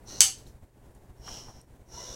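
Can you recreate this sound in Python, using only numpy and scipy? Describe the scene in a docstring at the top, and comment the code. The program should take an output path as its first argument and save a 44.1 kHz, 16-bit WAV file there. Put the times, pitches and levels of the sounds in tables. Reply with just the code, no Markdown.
"""On a wooden floor in a room, a hobby robot arm makes three short moves: its plastic gearboxes rattle and rasp.
Random pushes make the gearboxes ring. During the first move a cluster of noise bursts makes a sharp plastic
snap, and the arm rings on. Short gear tones whine, most of all in the last move; small knocks are decaying noise.
Under it lie a steady mains hum tone and the uneven rumble, bumps and rustle of a hand-held camera."""
import sys
import numpy as np
from scipy import signal
from scipy.fft import rfft, irfft, next_fast_len
from scipy.io import wavfile
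from scipy.ndimage import map_coordinates

SR = 44100
rng = np.random.default_rng(int(sys.argv[2]) if len(sys.argv) > 2 else 0)


def transcribe(u):
    """Save the signal u as a 16-bit wav file named by the first command-line argument.

    u: samples, shape (n,) or (channels, n), limited to [-1, 1]; the rate is SR.
    q: integer samples, one column per channel.
    """
    v = np.clip(np.atleast_2d(u).T, -1, 1)
    q = np.round(v * 32767).astype(np.int16)
    wavfile.write(sys.argv[1], SR, q)


N = 94815
T = np.arange(N) / SR  # time of each sample, s


def amp(db):
    """Turn decibels into a gain."""
    return 10 ** (np.asarray(db) / 20)


def unit(x):
    """Scale a sound to an rms of 1."""
    return x / np.sqrt(np.mean(x ** 2) + 1e-20)


def along(points, hz):
    """Read a table of (f/Hz, value) on a log frequency axis."""
    f, v = np.transpose(points)
    return np.interp(np.log(hz + 1), np.log(f + 1), v)


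def wobble(rate):
    """A smooth random curve with rate random points a second."""
    points = rng.standard_normal(int(N * rate / SR) + 4)
    return map_coordinates(points, [T * rate])


def filtered(x, response):
    """Weigh each frequency of x by a response."""
    m = next_fast_len(N + SR // 2)
    return irfft(rfft(x, m) * response(np.fft.rfftfreq(m, 1 / SR)), m)[:N]


def noise(response):
    """Coloured noise with an rms of 1."""
    return unit(filtered(rng.standard_normal(N), response))


def coloured(points):
    """Noise whose colour follows a table of (f/Hz, level/dB)."""
    return noise(lambda f: amp(along(points, f)))


def ring(f, hz, width):
    """A resonance: it lets through a band around hz; squaring makes its sides steep."""
    return (1j * f * width / (hz * hz - f * f + 1j * f * width)) ** 2


RISE_S = 0.00025


def strike(s, t60):
    """Loudness of a blow at s: a fast rise, then a fall of 60 dB in t60 seconds."""
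    age = np.maximum(T - s, 0)
    return (1 - np.exp(-age / RISE_S)) * amp(-60 * age / t60)


# how long the room's echo takes to fall by 60 dB: f/Hz, t60/s
ROOM_DECAY = [(300, 0.23), (3000, 0.27), (7000, 0.24), (15000, .22)]
ROOM_FADE_IN_S = 0.0082


def room(x):
    """The blurred echo of a furnished room: noise that fades in, then dies away at its own pace in each band."""
    hz, t, z = signal.stft(rng.standard_normal(SR // 2), SR, nperseg=256)
    fading = z * amp(-60 * t / along(ROOM_DECAY, hz)[:, None])
    tail = signal.istft(fading, SR, nperseg=256)[1]
    tail *= np.clip(T[:len(tail)] / ROOM_FADE_IN_S, 0, 1) ** 4
    return signal.fftconvolve(x, tail / np.linalg.norm(tail))[:N]


# strength of the steady handling noise before its flutter: t/s, level/dB
HANDLING_LEVEL = [(0, -54), (.15, -51.5), (.42, -55.5), (.68, -61), (.725, -66), (.77, -58.5), (.9, -56),
                  (.935, -63), (.965, -56.5), (1.07, -60.5), (1.18, -57), (1.28, -52), (1.61, -56.5),
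                  (1.66, -65.5), (1.69, -58), (1.8, -58.5), (1.85, -57.5), (1.96, -54.5)]
FLUTTER_DB = 2


def handling_level():
    """The hand's changing grip as a gain that flutters at random."""
    db = np.interp(T, *np.transpose(HANDLING_LEVEL))
    return amp(db + FLUTTER_DB * wobble(45))


# bumps of the hand on the camera: t/s, level/dB
BUMPS = [(.1, -49), (.19, -47.5), (.25, -47), (0.384, -51), (.47, -48), (.495, -48.5), (0.564, -49.5),
         (.635, -47), (.84, -55), (0.891, -51), (.965, -50.5), (1.102, -47), (1.14, -55), (1.207, -49),
         (1.31, -43), (1.349, -46.5), (1.494, -48.5), (1.565, -49), (1.685, -52), (1.732, -52.5),
         (1.81, -49.5), (1.95, -47), (2.112, -46)]
# colour of a bump: f/Hz, level/dB
THUD_COLOUR = [(15, -7.5), (45, 1), (90, -6.5), (200, -17), (400, -28.5), (1500, -59.5), (8000, -90)]
# colour of the low rumble: f/Hz, level/dB
RUMBLE_COLOUR = [(20, -7), (45, -0.5), (100, -9), (200, -11), (350, -11.5), (600, -16.5), (980, -20.5),
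                 (1200, -28.5), (1800, -28.5), (2600, -37.5), (6000, -43), (16000, -50.5)]
# colour of the faint rustle: f/Hz, level/dB
RUSTLE_COLOUR = [(200, -3.5), (2000, 5), (5000, -0.5), (7500, 5), (12000, 2), (16000, -0.5)]
BUMP_S, BUMP_SCUFF_DB = .012, -8  # bump length; extra rumble at each bump
RUSTLE_DB, RUSTLE_FOLLOWS = -70.5, .65  # rms; how closely it follows the rumble (1 = fully)


def handling(steady):
    """A hand rubs the camera: rumble swells at soft low bumps, and a faint rustle follows it."""
    bump_power = sum(amp(db) ** 2 * np.exp(-((T - s) / BUMP_S) ** 2) for s, db in BUMPS)
    level = np.sqrt(steady ** 2 + amp(BUMP_SCUFF_DB) ** 2 * bump_power)
    rumble = level * coloured(RUMBLE_COLOUR)
    thuds = np.sqrt(bump_power) * coloured(THUD_COLOUR)
    rustle = amp(RUSTLE_DB) * unit(level ** RUSTLE_FOLLOWS) * coloured(RUSTLE_COLOUR)
    return rumble + thuds + rustle


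HUM_HZ, HUM_DB, HUM_FOLLOWS = 120.9, -60.5, 0.87  # pitch, rms, how closely it follows the handling


def hum(steady):
    """Mains hum: one steady pitch whose loudness wavers with the handling noise."""
    tone = np.sin(2 * np.pi * HUM_HZ * T)
    return amp(HUM_DB) * unit(steady ** HUM_FOLLOWS * tone)


# drive of each move, one list per move: t/s, level/dB
DRIVES = [
    [(.055, -77.5), (.08, -54), (.11, -47.5), (.2, -44.5), (.29, -60.5), (.38, -74.5), (.45, -72.5),
     (.49, -63.5), (.52, -80)],
    [(1.17, -77.5), (1.23, -56.5), (1.275, -43), (1.33, -41.5), (1.4, -44), (1.44, -50.5), (1.53, -57),
     (1.61, -60.5), (1.635, -82)],
    [(1.855, -78), (1.9, -57.5), (1.94, -45.5), (2, -41.5), (2.15, -41.5)],
]
# one row per move: base tooth rate f/Hz (half of it at full drive), gearbox ring f/Hz, its width f/Hz,
# ring of the moved link f/Hz, its width f/Hz, link level/dB at full drive against the gearbox ring
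MOVES = [(690, 5820, 780, 4200, 450, -4), (650, 5580, 680, 3130, 420, -9),
         (498.8, 5720, 740, 3570, 460, -15.5)]
# further rings shared by all moves: f/Hz, width f/Hz, level/dB against the gearbox ring
SHELL_RINGS = [(2910, 220, -15), (4140, 400, -14), (6650, 400, -12.5)]
# colour of the broad rasp of the gears: f/Hz, level/dB
RASP_COLOUR = [(100, -26.5), (330, -12), (900, -10), (1200, -18), (2400, -23.5), (4700, -23.5), (7500, -21),
               (10000, -26.5), (15500, -34)]
TOOTH_JITTER, TOOTH_SCATTER_DB = .24, 5  # unevenness in timing (in teeth) and in strength
FRICTION, TEETH_PER_TURN = 0.79, 3.1  # friction noise against impacts; teeth in one slow pulse
SPEED_PER_DB = -0.3  # the tooth rate grows by this share of the base rate for each dB less drive
TEETH = 1600  # impacts per move, counted from time zero
LINK_FOLLOWS = .4  # extra dB lost by the link for each dB less drive


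def gearboxes():
    """Sliding friction, with uneven tooth impacts in the first move, rings the gearbox and the link it moves."""
    out = np.zeros(N)
    for drive, move in zip(DRIVES, MOVES):
        rate, box_hz, box_width, link_hz, link_width, link_db = move
        db = np.interp(T, *np.transpose(drive), left=-120, right=-120)
        slack_db = db - db.max()
        speed = 0.5 + SPEED_PER_DB * slack_db + .006 * wobble(25)
        teeth = np.cumsum(rate * speed) / SR

        # the later two moves use up their impacts in the silence before them: only friction is heard there
        tooth = np.arange(TEETH) + TOOTH_JITTER * rng.standard_normal(TEETH)
        at = np.interp(tooth, teeth, np.arange(N), right=N).astype(int)
        strengths = amp(TOOTH_SCATTER_DB * rng.standard_normal(TEETH))
        impacts = np.bincount(at, strengths, N + 1)[:N]
        force = unit(unit(impacts) + FRICTION * rng.standard_normal(N))
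        force *= 1 + .3 * np.sin(2 * np.pi * teeth / TEETH_PER_TURN)

        rings = [(box_hz, box_width, 0)] + SHELL_RINGS
        box = filtered(force, lambda f: np.linalg.norm([amp(g) * ring(f, hz, w) for hz, w, g in rings], axis=0))
        link = filtered(force, lambda f: abs(ring(f, link_hz, link_width)))
        link *= amp(link_db + LINK_FOLLOWS * slack_db)
        rasp = filtered(unit(room(force)), lambda f: amp(along(RASP_COLOUR, f)))
        out += amp(db) * (box + link + rasp) / np.std(box + rasp)
    return out


# contacts of the snap: t/s, level/dB, brightness in dB per octave above 2000 Hz
SNAP_CONTACTS = [(0.2058, -4, 8.5), (0.2062, -10, -7), (0.2077, -9, -3.5), (.2147, -18, 9.5),
                 (0.216, -7, 0), (0.2306, -16.5, -5.5)]
# colour of the cracking plastic: f/Hz, level/dB
PLASTIC_COLOUR = [(200, -35), (1000, -26), (1500, -18), (2450, -20), (3050, -3), (3750, -12), (4350, -3),
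                  (5000, -2), (6100, 1.5), (7600, -1.5), (10000, -7), (13500, -24), (16000, -28)]
# tones of the arm ringing on: f/Hz, level/dB, time to fall by 60 dB t60/s
ARM_TONES = [(3026, -29, .24), (3140, -29, .22), (4400, -27, .13), (5190, -29, .2), (6052, -26, .2),
             (6580, -27, .17), (6980, -30, .22), (7660, -27, .22)]
SNAP_T60_S, SNAP_ROOM_DB = .016, -3.5


def snap():
    """Plastic slips and rebounds in a rapid cluster of cracks; the arm and the room ring on."""
    cracks = np.zeros(N)
    for s, db, tilt in SNAP_CONTACTS:
        def colour(f):
            octaves = np.log2(np.maximum(f, 2000) / 6000)
            return amp(along(PLASTIC_COLOUR, f) + tilt * octaves)
        cracks += amp(db) * strike(s, SNAP_T60_S) * noise(colour)
    first = SNAP_CONTACTS[0][0]
    arm = np.zeros(N)
    for hz, db, t60 in ARM_TONES:
        tone = np.sin(2 * np.pi * (hz * T + rng.random()))
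        arm += amp(db) * strike(first, t60) * tone
    return cracks + arm + amp(SNAP_ROOM_DB) * room(cracks)


# brief gear tones: middle t/s, length t/s, pitch in the middle f/Hz, glide in Hz per s, level/dB before flutter
WHINES = [(.277, .032, 778, 0, -50), (1.953, .025, 1360, 300, -61), (1.952, .024, 905, 500, -55),
          (1.987, .023, 968, 900, -46), (1.985, .05, 2890, 600, -59), (2.02, .04, 1995, 200, -60),
          (2.08, .08, 990, 0, -59), (2.13, .13, 509, 40, -53), (2.11, .06, 3480, 300, -57),
          (2.1, .06, 3750, 300, -58)]
WHINE_WAVER, WHINE_FLUTTER_DB = 0.016, 2.5  # random changes of pitch (share) and of level


def whine():
    """Meshing gears sing in brief wavering tones; those with a glide rise in pitch."""
    out = np.zeros(N)
    for s, length, hz, glide, db in WHINES:
        pitch = (hz + glide * (T - s)) * (1 + WHINE_WAVER * wobble(160))
        tone = np.sin(2 * np.pi * np.cumsum(pitch) / SR)
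        swell = np.exp(-((T - s) / length) ** 2)
        out += amp(db + WHINE_FLUTTER_DB * wobble(140)) * swell * tone
    return out


# small knocks and rattles of the joints: t/s, level/dB, centre f/Hz, width f/Hz, time to fall by 60 dB t60/s
KNOCKS = [(.383, -57, 5000, 7090, .35), (.466, -55, 4100, 600, .04), (.47, -59.5, 5987, 9000, 0.199),
          (.948, -60, 8500, 5000, 0.0399), (1.279, -42, 1350, 902, .055), (1.483, -50, 850, 400, 0.17),
          (1.6148, -41, 8300, 1810, .0055)]


def knocks():
    """Play in the joints gives small ticks and knocks: bursts of noise in one band."""
    out = np.zeros(N)
    for s, db, hz, width, t60 in KNOCKS:
        out += amp(db) * strike(s, t60) * noise(lambda f: ring(f, hz, width))
    return out


MOTOR_ROOM_DB, KNOCK_ROOM_DB = -11, -22  # how much of each goes into the echo


def scene():
    """The arm in its room, over the handling noise and the hum."""
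    steady = handling_level()
    background = handling(steady) + hum(steady)
    motors, ticks = gearboxes(), knocks()
    echo = room(amp(MOTOR_ROOM_DB) * motors + amp(KNOCK_ROOM_DB) * ticks)
    return (background + motors + snap() + whine() + ticks + echo)[None]


FULL_SCALE, TOP_HZ = .88, 15820  # ceiling of the rounded peaks; upper band limit


def record(dry):
    """The camera rounds off the highest peaks, then keeps nothing above its band limit."""
    rounded = dry[0] / (1 + (dry[0] / FULL_SCALE) ** 8) ** (1 / 8)
    return filtered(rounded, lambda f: f < TOP_HZ)[None]


dry = scene()
out = record(dry)
transcribe(out)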